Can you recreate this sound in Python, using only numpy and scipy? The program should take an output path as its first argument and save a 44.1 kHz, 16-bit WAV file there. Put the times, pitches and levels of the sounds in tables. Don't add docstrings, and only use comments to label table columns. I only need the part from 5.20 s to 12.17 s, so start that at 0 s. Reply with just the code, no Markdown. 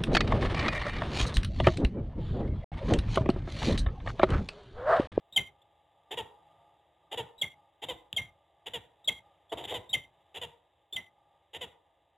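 import sys
import numpy as np
from scipy import signal
from scipy.fft import rfft, irfft, next_fast_len
from scipy.io import wavfile
from scipy.ndimage import map_coordinates

SR = 44100
rng = np.random.default_rng(int(sys.argv[2]) if len(sys.argv) > 2 else 0)


def to_wav(sig):
    pcm = np.clip(np.atleast_2d(sig), -1, 1) * 32767
    pcm = np.round(pcm).astype(np.int16)
    wavfile.write(sys.argv[1], SR, pcm.T)


N = 307377

# (frequency [Hz], gain [dB])
HISS_COLOUR = [(30, -40), (48, -10), (80, -4.5), (150, -14.5), (249, -23), (300, -10.5), (424, -12),
               (663, -5), (847, -8.5), (1220, -19), (1440, -28), (1730, -18), (2150, -19), (2350, -25),
               (2700, -19.5), (3520, -16), (3900, -20), (5070, -48.5)]
# (frequency [Hz], width [Hz], gain [dB])
BOX_RESONANCES = [(98, 10, -7), (156.5, 30, -11.5), (322, 10, -10.5), (560, 25, -5), (686, 37, -5),
                  (824.4, 61, 2), (916, 15, -5), (1202.5, 70, -7)]
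# (peak time [s], half width [s], hum rise [dB], hiss rise [dB])
GUSTS = [(1.28, 0.24, 7, 3), (4.4, 1, 0.5, 3.5)]
# (time [s], length [s], top pitch [Hz], level [dB])
SQUEAKS_AND_RUSTLES = [(0.123, 0.034, 3790, -46), (0.413, 0.02, 3452, -67), (2.179, 0.033, 3914, -50.5),
                       (3.842, 0.022, 3780, -51), (4.293, 0.027, 3450, -57.5), (4.691, 0.031, 3763, -44),
                       (5.724, 0.032, 3574, -37.5)]
# (time [s], high length [s], low length [s], high pitch [Hz], low pitch [Hz], level [dB])
CHUPS = [(0.161, 0.017, 0.021, 3064, 2086, -25), (2.213, 0.015, 0.022, 3198, 2110, -30.5),
         (2.963, 0.018, 0.028, 3106, 2110, -30), (3.874, 0.017, 0.01, 3217, 2099, -27),
         (4.729, 0.015, 0.017, 3019, 2084, -27), (5.76, 0.0089, 0.026, 2994, 2027, -34.5)]
# (frequency [Hz], gain [dB])
RUMBLE_COLOUR = [(25, -45.5), (45, -14), (70, 1), (120, 1), (250, -8.5), (450, -9.5), (800, -9),
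                 (1400, -21), (4000, -17.5)]
# (delay [s], gain [dB])
WALL_ECHOES = [(0.038, -23.5), (.046, -29.5), (0.078, -32.5), (.098, -29.5)]
# (frequency [Hz], time to fade by 60 dB before stretching [s])
RING_TIMES = [(100, .36), (480, .28), (800, .36), (2000, .2), (3500, .2)]
# (frequency [Hz], gain [dB])
ECHO_COLOUR = [(70, 2), (130, -2), (250, -3), (300, 4), (450, -1), (800, 0.5), (1700, 3.5), (2150, 2.5),
               (3050, -5), (3700, 1)]
# (frequency [Hz], side gain [dB])
STEREO_WIDTH = [(60, -33), (130, -23.5), (300, -12.5), (1200, -9), (2500, -15)]
# (time [s], delay of the second [s], length of the first [s], pitch [Hz],
# beak resonance [Hz], throat level [dB], beak level [dB])
CLUCK_PAIRS = [(0.906, .064, .04, 465.7, 3126, -38.5, -39), (1.912, .06, .038, 468.5, 3170, -37.5, -39),
               (2.617, .066, .034, 498.6, 3263, -40.5, -39), (3.458, .075, .028, 478, 3118, -44, -38.5),
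               (4.473, .064, .05, 492.4, 3183, -42, -39), (5.142, .07, .043, 482.4, 3100, -45, -41),
               (6.331, .077, .043, 493.5, 3128, -45.5, -41.5)]
# (frequency [times the pitch], level [dB])
HARMONICS = [(1, 0), (2, 2), (3, -1.5), (4, 0), (5, -1.5), (6, 1), (7, 0), (8, -3), (9, -2)]
# (frequency [Hz], width [Hz], gain [dB])
THROAT_RESONANCES = [(321.8, 90, -1), (487, 260, 7), (718, 130, 3.5), (884, 150, 3.5)]
# (frequency [times the note's beak resonance], width [Hz], gain [dB])
BEAK_RESONANCES = [(0.619, 400, -5), (0.96, 620, 4), (1.12, 480, -1)]
# (time [s], peak level [dB])
BEAK_SNAPS = [(2.9287, -23)]
# (time [s], length [s], throat level [dB], beak level [dB], loudest point [share of length])
RASPS = [(4.316, .028, -34.5, -43.5, .3), (4.371, 0.072, -46, -48, .2), (4.429, 0.03, -48.5, -43, .7),
         (4.512, 0.04, -39, -47, .2)]
# (frequency [Hz], gain [dB])
SHEEN_COLOUR = [(700, 2.5), (3500, -1.5), (4700, -1.5), (7000, 4), (11000, 6.5), (14500, 1.5),
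                (15800, -1.5)]

HUM_DB, HISS_DB, CALM_DB_PER_S = -70.5, -71.5, 0.39
LOW_TONE_DB, CHUP_RASP_DB = -3.5, -4.5
BASS_CUT_HZ, MIC_TOP_HZ, CLOCK_SLIP_HZ, SHEEN_TOP_HZ = 41.7, 3930, 3900, 16000


def amp(db):
    return 10 ** (np.asarray(db) / 20)


def unit(x):
    return x / np.sqrt(np.mean(x ** 2) + 1e-20)


def along(points, hz):
    f, v = np.transpose(points)
    return np.interp(np.log(hz + 1), np.log(f + 1), v)


def wobble(rate, size):
    return map_coordinates(rng.standard_normal(int(size * rate / SR) + 4), [np.arange(size) * rate / SR])


def filtered(x, response):
    size = x.shape[-1]
    padded = next_fast_len(size + SR // 10)
    return irfft(rfft(x, padded) * response(np.fft.rfftfreq(padded, 1 / SR)), padded)[..., :size]


def coloured(x, colour):
    return filtered(x, lambda f: amp(along(colour, f)))


def resonance(hz, width, f):
    return 1j * f * width / (hz * hz - f * f + 1j * f * width)


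def peaks(resonances, f):
    return sum(amp(db) * np.abs(resonance(hz, width, f)) ** 2 for hz, width, db in resonances)


def noise_band(hz, width, size):
    return unit(filtered(rng.standard_normal(size), lambda f: resonance(hz, width, f) ** 2))


def add(track, time, sound):
    part = track[round(time * SR):][:len(sound)]
    part += sound[:len(part)]


def gate(t, length, attack, release):
    return np.sin(np.pi / 2 * np.clip(t / attack, 0, 1)) ** 2 * np.exp(-np.maximum(t - length, 0) / release)


def air():
    t = np.arange(N) / SR
    hum_db, hiss_db = HUM_DB - CALM_DB_PER_S * t, HISS_DB - CALM_DB_PER_S * t
    for time, width, hum_rise_db, hiss_rise_db in GUSTS:
        gust = np.exp(-((t - time) / width) ** 2)
        hum_db += hum_rise_db * gust
        hiss_db += hiss_rise_db * gust
    hum = unit(filtered(rng.standard_normal(N), lambda f: peaks(BOX_RESONANCES, f)))
    hum *= amp(hum_db + 3.3 * wobble(5.4, N))
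    hiss = unit(coloured(rng.standard_normal(N), HISS_COLOUR))
    hiss *= amp(hiss_db + 0.47 * wobble(4.9, N))
    return hum + hiss


def whistle(pitch, jitter, flutter_db=2.0):
    size = len(pitch)
    phase = 2 * np.pi * np.cumsum(pitch * (1 + jitter * wobble(700, size))) / SR
    return np.sqrt(2) * np.sin(phase) * amp(flutter_db * wobble(300, size))


def squeaks_and_rustles():
    out, t = np.zeros(N), np.arange(SR // 10) / SR
    for time, length, top_hz, db in SQUEAKS_AND_RUSTLES:
        pitch = top_hz * np.interp(t, [0, .42 * length], [.946, 1])
        fade = amp(db + 1 - 15 * np.abs(t / length - .27)) * gate(t, length, attack=.0053, release=.003)
        husk = amp(-14) * noise_band(hz=3640, width=1100, size=len(t))
        add(out, time, fade * (whistle(pitch, jitter=.022) + husk))
    return out


def chups():
    out, t = np.zeros(N), np.arange(SR // 10) / SR
    for time, high_s, low_s, high_hz, low_hz, db in CHUPS:
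        high = whistle(high_hz * (1 + .15 * np.exp(-t / .005)), jitter=.016)
        swell = amp(6 - 16 * np.abs(t / high_s - .61)) * gate(t, high_s, attack=.003, release=.002)
        add(out, time, amp(db) * high * swell)
        low = whistle(low_hz * (1 + .076 * np.exp(-t / .0042)), jitter=.0046)
        fade = amp(4 - 6 * t / low_s) * gate(t, low_s, attack=.006, release=.004)
        add(out, time + high_s - .004, amp(db + LOW_TONE_DB) * low * fade)
        rasp = noise_band(hz=3213, width=1100, size=len(t))
        burst = gate(t, .008, attack=.006, release=.011)
        add(out, time + high_s - .008, amp(db + CHUP_RASP_DB) * rasp * burst)
    return out


def camera_rumble(calls):
    t = np.arange(SR // 5) / SR
    lag = t * np.exp(-t / .008)
    strength = np.abs(signal.fftconvolve(np.abs(calls), lag / lag.sum())[:N])
    swell = amp(-20.5) * strength ** .72 * unit(coloured(rng.standard_normal(N), RUMBLE_COLOUR))
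    delay_s, corner_hz = .016, 300
    return filtered(swell, lambda f: np.exp(-2j * np.pi * delay_s * corner_hz * (1 - np.exp(-f / corner_hz))))


def wall_echoes(x):
    return filtered(x, lambda f: sum(amp(db) * np.exp(-2j * np.pi * f * s) for s, db in WALL_ECHOES))


def tower_ring(x, stretch):
    out, block = np.zeros((2, N + SR)), SR // 2
    for start in range(0, N, block):
        hz, t, spectrum = signal.stft(rng.standard_normal((2, block)), SR, nperseg=256)
        age = t / (stretch * along(RING_TIMES, hz)[:, None])
        tails = signal.istft(spectrum * amp(-60 * age ** 1.4), SR, nperseg=256)[1][:, :block]
        tails /= np.linalg.norm(tails[0])
        ringing = signal.fftconvolve(x[None, start:start + block], tails, axes=1)
        out[:, start:start + ringing.shape[1]] += ringing
    return out[:, :N]


def hoarse_note(length, pitch_hz, beak_hz, throat_db, beak_db, glide, crest, rough):
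    t = np.arange(SR // 10) / SR
    pitch = pitch_hz * np.interp(t, [0, length], glide) * (1 + .067 * rough * wobble(400, len(t)))
    phase = 2 * np.pi * np.cumsum(pitch) / SR
    pulses = unit(sum(amp(db) * np.cos(k * phase + rng.uniform(0, 2 * np.pi)) for k, db in HARMONICS))
    noise = filtered(rng.standard_normal(len(t)), lambda f: f < MIC_TOP_HZ)
    rasp = unit((1 + .7 * np.cos(phase)) * noise)
    source = np.sqrt(1 - rough) * pulses + np.sqrt(rough) * rasp
    source *= amp(2.5 * rough * wobble(250, len(t)))
    opening = gate(t, length, attack=.005, release=.004)
    beak = [(ratio * beak_hz, width, db) for ratio, width, db in BEAK_RESONANCES]
    note = np.zeros(len(t))
    for resonances, db, lag, arch_db in (THROAT_RESONANCES, throat_db, .08, 20), (beak, beak_db, -.02, 32):
        swell = opening * amp(-arch_db * (t / length - crest - lag) ** 2)
        voice = swell * filtered(source, lambda f: peaks(resonances, f))
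        note += amp(db) * unit(voice) * np.sqrt(length / t[-1])
    return note


def clucks():
    out = np.zeros(N)
    for time, delay, first_s, pitch_hz, beak_hz, throat_db, beak_db in CLUCK_PAIRS:
        add(out, time, hoarse_note(first_s, pitch_hz, beak_hz, throat_db - 4, beak_db - 2.5,
                                   glide=(.76, 1.01), crest=.62, rough=.52))
        add(out, time + delay, hoarse_note(.044, pitch_hz, beak_hz, throat_db, beak_db,
                                           glide=(1.07, .94), crest=.4, rough=.26))
    return out


def beak_snap():
    out, t = np.zeros(N), np.arange(SR // 15) / SR
    for time, db in BEAK_SNAPS:
        click = np.sin(2 * np.pi * 3150 * t) * gate(t, .0013, attack=.00075, release=.00013)
        add(out, time, amp(db) * click)
        thud_hz = 60 + 260 * np.exp(-t / .0067)
        thud = np.sin(2 * np.pi * np.cumsum(thud_hz) / SR) * gate(t, .0092, attack=.0063, release=.01)
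        add(out, time + .0026, amp(db - 22) * thud)
    return out


def rasps():
    out = np.zeros(N)
    for time, length, throat_db, beak_db, crest in RASPS:
        add(out, time, hoarse_note(length, pitch_hz=332, beak_hz=3200, throat_db=throat_db,
                                   beak_db=beak_db, glide=(.99, .98), crest=crest, rough=.92))
    return out


def scene():
    sharp = squeaks_and_rustles() + chups() + beak_snap()
    hoarse = clucks() + rasps()
    rumble = camera_rumble(sharp + amp(2) * hoarse)
    direct = sharp + hoarse + rumble
    sharp_ring = amp(-13.5) * tower_ring(sharp + rumble, stretch=1)
    hoarse_ring = amp(-14) * tower_ring(hoarse, stretch=1.45)
    mid_ring, side_ring = sharp_ring + hoarse_ring
    mid = direct + coloured(wall_echoes(direct) + mid_ring, ECHO_COLOUR) + air()
    side = coloured(amp(5.5) * side_ring + amp(-7) * air(), STEREO_WIDTH)
    return np.array([mid + side, mid - side])


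def record(dry):
    dry = signal.sosfilt(signal.butter(4, BASS_CUT_HZ, "highpass", fs=SR, output="sos"), dry)
    narrow = filtered(dry, lambda f: 1 / np.sqrt(1 + (f / MIC_TOP_HZ) ** 140))
    slip = (np.arange(N) * CLOCK_SLIP_HZ / SR) % 1 - .5
    slope = filtered(narrow, lambda f: 2j * np.pi * f / SR)
    sheen = coloured(slip * slope, SHEEN_COLOUR)
    return filtered(narrow + sheen, lambda f: f < SHEEN_TOP_HZ)


dry = scene()
out = record(dry)
to_wav(out)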